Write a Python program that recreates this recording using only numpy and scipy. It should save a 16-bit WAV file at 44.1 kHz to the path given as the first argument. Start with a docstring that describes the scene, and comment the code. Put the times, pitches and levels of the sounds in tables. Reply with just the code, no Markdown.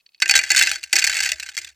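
"""Small hard wax beads slip faintly in a tilting bowl, in a still room. At 0.2 s they pour into a thin
plastic tray on a cloth: some knock together in short bright ticks, others hit the bare tray and make it
ring. The heap jostles, the tray thuds softly on the cloth, and clumps flex its floor with hollow knocks.
A second pour follows at 0.9 s and thins out until the last beads settle.
A close pair of microphone ports hears it all."""
import sys
import numpy as np
from scipy import signal
from scipy.fft import rfft, irfft, next_fast_len
from scipy.io import wavfile
from scipy.ndimage import uniform_filter1d, minimum_filter1d

SR = 44100
rng = np.random.default_rng(int(sys.argv[2]) if len(sys.argv) > 2 else 0)


def transcribe(signal):
    """Save signal, clipped to [-1, 1], as a 16-bit WAV file at the path in sys.argv[1]."""
    frames = np.atleast_2d(signal).T
    limited = np.clip(frames, -1, 1)
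    pcm = np.round(limited * 32767).astype(np.int16)
    wavfile.write(sys.argv[1], SR, pcm)


N = 77175
HIT_SAMPLES = 6144
HIT_T = np.arange(HIT_SAMPLES) / SR
POUR_START_S = .22


def from_db(db):
    """Decibels to gain."""
    return 10 ** (np.asarray(db) / 20)


def rms_one(x):
    """Scale to an rms of 1."""
    return x / np.sqrt(np.mean(x ** 2) + 1e-20)


def attack_one(x):
    """Scale the first few milliseconds to an rms of 1."""
    return x / np.sqrt(np.mean(x[:200] ** 2) + 1e-20)


def at_time(rows, s):
    """Read a curve at given times."""
    return np.interp(s, *np.transpose(rows))


def at_hz(rows, hz):
    """Read a curve on a log-frequency axis."""
    f, value = np.transpose(rows)
    return np.interp(np.log(hz + 1e-6), np.log(f), value)


def dying(t60):
    """Decay envelope that falls 60 dB in t60 seconds."""
    return from_db(-60 * HIT_T / t60)


def add(out, s, sound):
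    """Mix a sound in at a given time."""
    i = int(np.clip(s * SR, 0, N - 1))
    out[..., i:i + sound.shape[-1]] += sound[..., :N - i]


def causal_response(curve):
    """Minimum-phase frequency response of an EQ curve."""
    cepstrum = irfft(np.log(from_db(at_hz(curve, np.fft.rfftfreq(HIT_SAMPLES, 1 / SR)))))
    cepstrum[1:HIT_SAMPLES // 2] *= 2
    cepstrum[HIT_SAMPLES // 2 + 1:] = 0
    return np.exp(rfft(cepstrum))


def ringing(hz, gain, t60):
    """Damped sines of random strength that build up within a cycle or two."""
    strength = gain * rng.random(len(hz)) * rng.choice([-1, 1], len(hz))
    cycles = np.outer(hz, HIT_T)
    decay = np.exp(-np.minimum(np.log(1000) / t60 * HIT_T, 20))
    rise = 1 - np.exp(-np.minimum(cycles, 10))
    return strength @ (np.sin(2 * np.pi * cycles) * decay * rise)


# Room tone EQ. Each row: frequency in Hz, relative gain in dB.
AIR_EQ = [(30, -21), (15000, -26)]


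def air():
    """Faint noise of the still room."""
    colour = from_db(at_hz(AIR_EQ, np.fft.rfftfreq(N, 1 / SR)))
    return from_db(-73) * rms_one(irfft(rfft(rng.standard_normal((2, N))) * colour, N))


# Beads shifting in the bowl. Each row: start in seconds, level in dB.
BOWL_SHIFTS = [(.063, -46), (.09, -56), (.146, -46)]


def bowl_shifts(modes_hz=(2560, 4430), t60=.022, rustle_db=-65):
    """Beads slip in the tilting bowl with faint, dull clinks and a rustle of tiny ticks."""
    out = np.zeros(N)
    band = signal.butter(3, [2200, 4900], "band", fs=SR)
    slips = [(s, rustle_db + rng.normal(0, .84)) for s in rng.uniform(0, POUR_START_S, size=14)]
    for s, db in list(BOWL_SHIFTS) + slips:
        tick = attack_one(rng.standard_normal(HIT_SAMPLES) * dying(t60))
        ring = attack_one(ringing(modes_hz, 1, t60))
        add(out, s, from_db(db) * attack_one(signal.lfilter(*band, tick + .5 * ring)))
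    return out


# EQ of a contact's crack. Each row: frequency in Hz, relative gain in dB.
CRACK_EQ = [(150, -27), (700, -21), (1150, -15), (1550, 1), (2500, 4), (3200, -6), (5000, -1.5), (7600, 0),
            (10000, -8.5), (12400, -16.5), (16000, -20.5)]
CRACK_RESPONSE = causal_response(CRACK_EQ)


def crack(t60=.011, snap_db=15.5, tumble_s=.0014):
    """A bead snaps down and touches twice more with other corners, over a duller noise tail."""
    burst = dying(t60 * np.exp(.46 * rng.uniform(-2.9, 3)))
    touches = rng.standard_normal((3, HIT_SAMPLES)) * burst
    touches[:, 0] = from_db(snap_db)
    tail = from_db(-17.5) * rng.standard_normal(HIT_SAMPLES) * dying(.091)
    force = touches[0] + signal.lfilter(*signal.butter(2, 5860, fs=SR), tail)
    for touch, lag in zip(touches[1:], np.cumsum(tumble_s * rng.uniform(.5, 2, 2))):
        force += from_db(-.5) * rng.random() * np.pad(touch, (int(lag * SR), 0))[:HIT_SAMPLES]
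    return attack_one(irfft(rfft(force) * CRACK_RESPONSE))


# The tray's ringing modes. Each row: pitch in Hz, relative level in dB.
TRAY_MODES = [(1567, 0.5), (1721, -4), (2040, 1), (2296, -6), (2522, -3), (2785, -1.5), (4480, 7.5),
              (5750, -12.5), (6800, -7.5), (7690, -7)]
DETUNE = .011   # relative pitch scatter from hit to hit


def tray_ring(s, empty_t60_at_1khz=.2, damping_per_s=1):
    """The struck tray rings; high modes die sooner, and the growing heap damps them all."""
    mode_hz, mode_db = np.transpose(TRAY_MODES)
    hz = mode_hz * (1 + DETUNE * rng.standard_normal(len(mode_hz)))
    t60 = empty_t60_at_1khz * (hz / 1000) ** -.65 / (1 + damping_per_s * s)
    return attack_one(ringing(hz, from_db(mode_db), t60[:, None]))


def any_pitch():
    """Pitch of a contact on a chance spot, 1.6 to 8 kHz."""
    return 1600 * 5 ** rng.random()


def clack(hz, t60=.032):
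    """A contact's own short pitch, plus four stray ones coloured like the crack."""
    main = attack_one(ringing([hz], 1, t60))
    stray_hz = np.array([any_pitch() for _ in range(4)])
    stray = attack_one(ringing(stray_hz, from_db(2 * at_hz(CRACK_EQ, stray_hz)), t60))
    return from_db(-5.5) * main + from_db(-6) * stray


# The tray floor's low modes. Each row: pitch in Hz, relative level in dB.
FLOOR_MODES = [(344, -31), (502, -43), (638, -23.5), (805, -18)]
FLOOR_HZ, FLOOR_DB = np.transpose(FLOOR_MODES)
FLOOR_T60_S = .24 * FLOOR_HZ[0] / FLOOR_HZ[:, None]   # all last the same number of cycles


def floor_ring(ring_db):
    """The tray floor gives a hit its low body."""
    hz = FLOOR_HZ * (1 + DETUNE * rng.standard_normal(len(FLOOR_HZ)))
    return ringing(hz, from_db(FLOOR_DB + ring_db), FLOOR_T60_S)


def contacts(rows, ring_db, trim_db=-3, crossover_hz=3410, attack_s=.00027):
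    """Each contact layers crack, tray ring, clack and floor, panned to a chance spot on the tray."""
    out = np.zeros((2, N))
    low_pass, high_pass = (signal.butter(2, crossover_hz, kind, fs=SR) for kind in ("low", "high"))
    rise = 1 - np.exp(-HIT_T / attack_s)
    for s, db, treble_db, clack_hz in rows:
        hit = crack() + rise * (from_db(ring_db) * tray_ring(s) + clack(clack_hz))
        middle = attack_one(signal.lfilter(*low_pass, hit))
        treble = from_db(np.clip(treble_db, -10, 10)) * attack_one(signal.lfilter(*high_pass, hit))
        hit = attack_one(middle - treble) + floor_ring(ring_db)
        pan_db = rng.normal(0, 1.13) * np.array([[.5], [-.5]])
        add(out, s, from_db(db + trim_db + pan_db) * hit)
    return out


# Bead-on-bead ticks. Each row: start in seconds, relative level in dB.
BEAD_KNOCKS = [(0.2019, -30.5), (0.2144, -34), (0.2795, -21.5), (0.2899, -19), (0.3619, -3), (0.3768, -12),
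               (0.493, -27), (0.563, -11), (0.5771, -10), (0.5912, -8), (0.6235, -8), (0.694, -19.5),
               (0.733, -26), (0.8308, -28.5), (0.8373, -20.5), (0.9563, -9), (0.9868, -11), (0.9933, -11),
               (1.0683, -14), (1.1438, -20), (1.235, -14.5), (1.3988, -21), (1.4312, -25.5), (1.5498, -36),
               (1.5683, -21), (1.585, -22.5), (1.6163, -31), (1.6459, -27.5), (1.6892, -40)]


def bead_knocks(treble_db=9):
    """Bead meets bead: a bright tick that hardly reaches the tray."""
    rows = [(s, db, rng.normal(treble_db, 2.5), any_pitch()) for s, db in BEAD_KNOCKS]
    return contacts(rows, ring_db=-13.5)


# Hits on the tray. Each row: start in seconds, relative level in dB,
# treble over middle in dB (held within 10 either way when played), clack pitch in Hz.
TRAY_LANDINGS = [(0.2209, -6.5, -8, 2540), (0.2583, -15, -15, 1830), (0.2949, -4, -2.5, 2430),
                 (0.3104, -4, 7, 5140), (0.3392, -10, -25, 1825), (0.3537, 0, 1, 2050),
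                 (0.3903, -7.5, -3, 2453), (0.4369, -15.5, -4.5, 1960), (0.5035, -1, 5.5, 1578),
                 (0.5165, -7, 14, 2540), (0.5475, -12, -7, 1510), (0.5683, -6.5, 17, 1555),
                 (0.6123, -5.5, -14, 2674), (0.6356, -12, 10, 2050), (0.6719, -10.5, -6.5, 2610),
                 (0.7145, -13, 3.5, 1614), (0.7579, -21, 3, 1545), (0.9288, -5, 10, 2030),
                 (0.9636, -5, 12, 1725), (0.9806, -17.5, -12, 2660), (1.0232, -11.5, -6, 2480),
                 (1.0416, -8, 7, 2060), (1.0735, -9.5, 5.5, 1830), (1.0964, -14, 3, 1550),
                 (1.1675, -15, 4.5, 2680), (1.2039, -12.5, 3.5, 1570), (1.2465, -19.5, 15, 2495),
                 (1.261, -13.5, 2, 1940), (1.2909, -16.5, 7, 2710), (1.3186, -11, 17, 2850),
                 (1.4269, -26, -1, 2610), (1.4629, -28.5, 0, 1550), (1.4888, -25.5, -1.5, 1560),
                 (1.5772, -16.5, 2, 2338)]


def landings():
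    """Beads land on the tray and set it ringing."""
    return contacts(TRAY_LANDINGS, ring_db=-4)


# Level curve of the jostling heap. Each row: time in seconds, relative level in dB.
HEAP_JOSTLE = [(.24, -56), (.35, -25.5), (.49, -32.5), (.58, -14), (0.768, -31), (.81, -45.5), (.92, -47),
               (.96, -23.5), (1.25, -18.5), (1.37, -39.5), (1.531, -43), (1.68, -38), (1.74, -65)]


def rebounds(per_s=195, spread_db=2.5):
    """Many small bounces at uneven times, as strong as the heap is stirred."""
    count = int(per_s * (N / SR - POUR_START_S))
    rows = []
    for s in POUR_START_S + (np.arange(count) + rng.uniform(0, 2, count)) / per_s:
        db = at_time(HEAP_JOSTLE, s) + rng.normal(-2, spread_db)
        rows.append((s, db, rng.normal(0, spread_db), any_pitch()))
    return contacts(rows, ring_db=-4.5)


# Low thumps under the heavy falls. Each row: start in seconds, level in dB.
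TRAY_THUMPS = [(.3, -51.5), (.35, -41), (.525, -51), (.605, -45.5), (1.085, -48), (1.335, -49)]


def thud(centre_hz=69, rise_s=.016):
    """The whole tray bounces softly on the cloth after heavy falls and wobbles faintly under the rest."""
    out = np.zeros(N)
    wobbles = [(s, -43 + at_time(HEAP_JOSTLE, s) / 2) for s in rng.uniform(POUR_START_S, N / SR, 30)]
    swell = HIT_T / rise_s * np.exp(1 - HIT_T / rise_s)
    fade = 1 - (HIT_T / HIT_T[-1]) ** 2
    for s, db in list(TRAY_THUMPS) + wobbles:
        hz = centre_hz * np.exp(rng.normal(0, .16))
        add(out, s, from_db(db) * swell * fade * np.sin(2 * np.pi * hz * HIT_T))
    return out


# Clumps hitting the floor. Each row: start in seconds, level in dB, centre pitch in Hz.
FLOOR_FLEXES = [(0.346, -30, 490), (0.504, -35, 805), (.932, -30, 805), (0.937, -37.5, 344)]


def hollow_knocks(width_octaves=.05):
    """A clump flexes the tray floor: a rough, dull knock, strongest in the mode nearest its pitch."""
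    out = np.zeros(N)
    band = signal.butter(2, [FLOOR_HZ[0] / 2, FLOOR_HZ[-1]], "band", fs=SR)
    modes = np.sin(2 * np.pi * FLOOR_HZ[:, None] * HIT_T) * dying(FLOOR_T60_S)
    rise = 1 - np.exp(-HIT_T * FLOOR_HZ[0])
    for s, db, centre_hz in FLOOR_FLEXES:
        weight = 1 / (1 + np.abs(np.log2(FLOOR_HZ / centre_hz)) / width_octaves)
        rough = rms_one(signal.lfilter(*band, rng.standard_normal(HIT_SAMPLES))) * dying(.12)
        add(out, s, from_db(db) * (weight @ modes + from_db(-19.5) * rough) * rise)
    return out


# Stereo phase. Each row: frequency in Hz, lead of the left port in radians.
LEFT_LEAD = [(200, 0), (650, 1.0), (1500, -.1), (4600, .65), (5800, -.4), (7200, 0), (8400, -1),
             (9900, -3.1), (13000, -6.1), (16000, -8.6)]
# Stereo balance. Each row: frequency in Hz, left over right in dB.
LEFT_BALANCE = [(150, 0), (700, 5), (1800, 0)]


def ports(x):
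    """The two microphone ports differ in phase and level."""
    size = next_fast_len(N + HIT_SAMPLES)
    hz = np.fft.rfftfreq(size, 1 / SR)
    left = from_db(at_hz(LEFT_BALANCE, hz) / 2) * np.exp(.5j * at_hz(LEFT_LEAD, hz))
    return irfft(rfft(x, size) * np.array([left, 1 / left]), size)[:, :N]


def room(x, t60=.045, low_cut_hz=2200):
    """Short bright reflections from things nearby, different on each side."""
    echoes = rng.standard_normal((2, HIT_SAMPLES)) * dying(t60)
    echoes /= np.sqrt(np.sum(echoes ** 2, axis=1, keepdims=True))
    bright = signal.lfilter(*signal.butter(2, low_cut_hz, "high", fs=SR), x)
    return from_db(-16) * signal.fftconvolve(bright, echoes, axes=1)[:, :N]


def scene():
    """All the beads, close by, over the thud and the still room."""
    beads = bowl_shifts() + landings() + bead_knocks() + rebounds() + hollow_knocks()
    return ports(beads) + room(beads) + thud() + air()


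def record(dry):
    """A fast limiter holds the loudest peaks at full scale, then the top end is cut."""
    safe_gain = 1 / np.maximum(np.abs(dry).max(axis=0), 1)
    gain = uniform_filter1d(minimum_filter1d(safe_gain, size=89), size=89)
    return signal.sosfilt(signal.cheby2(16, 70, 16800, fs=SR, output="sos"), dry * gain)


dry = scene()
out = record(dry)
transcribe(out)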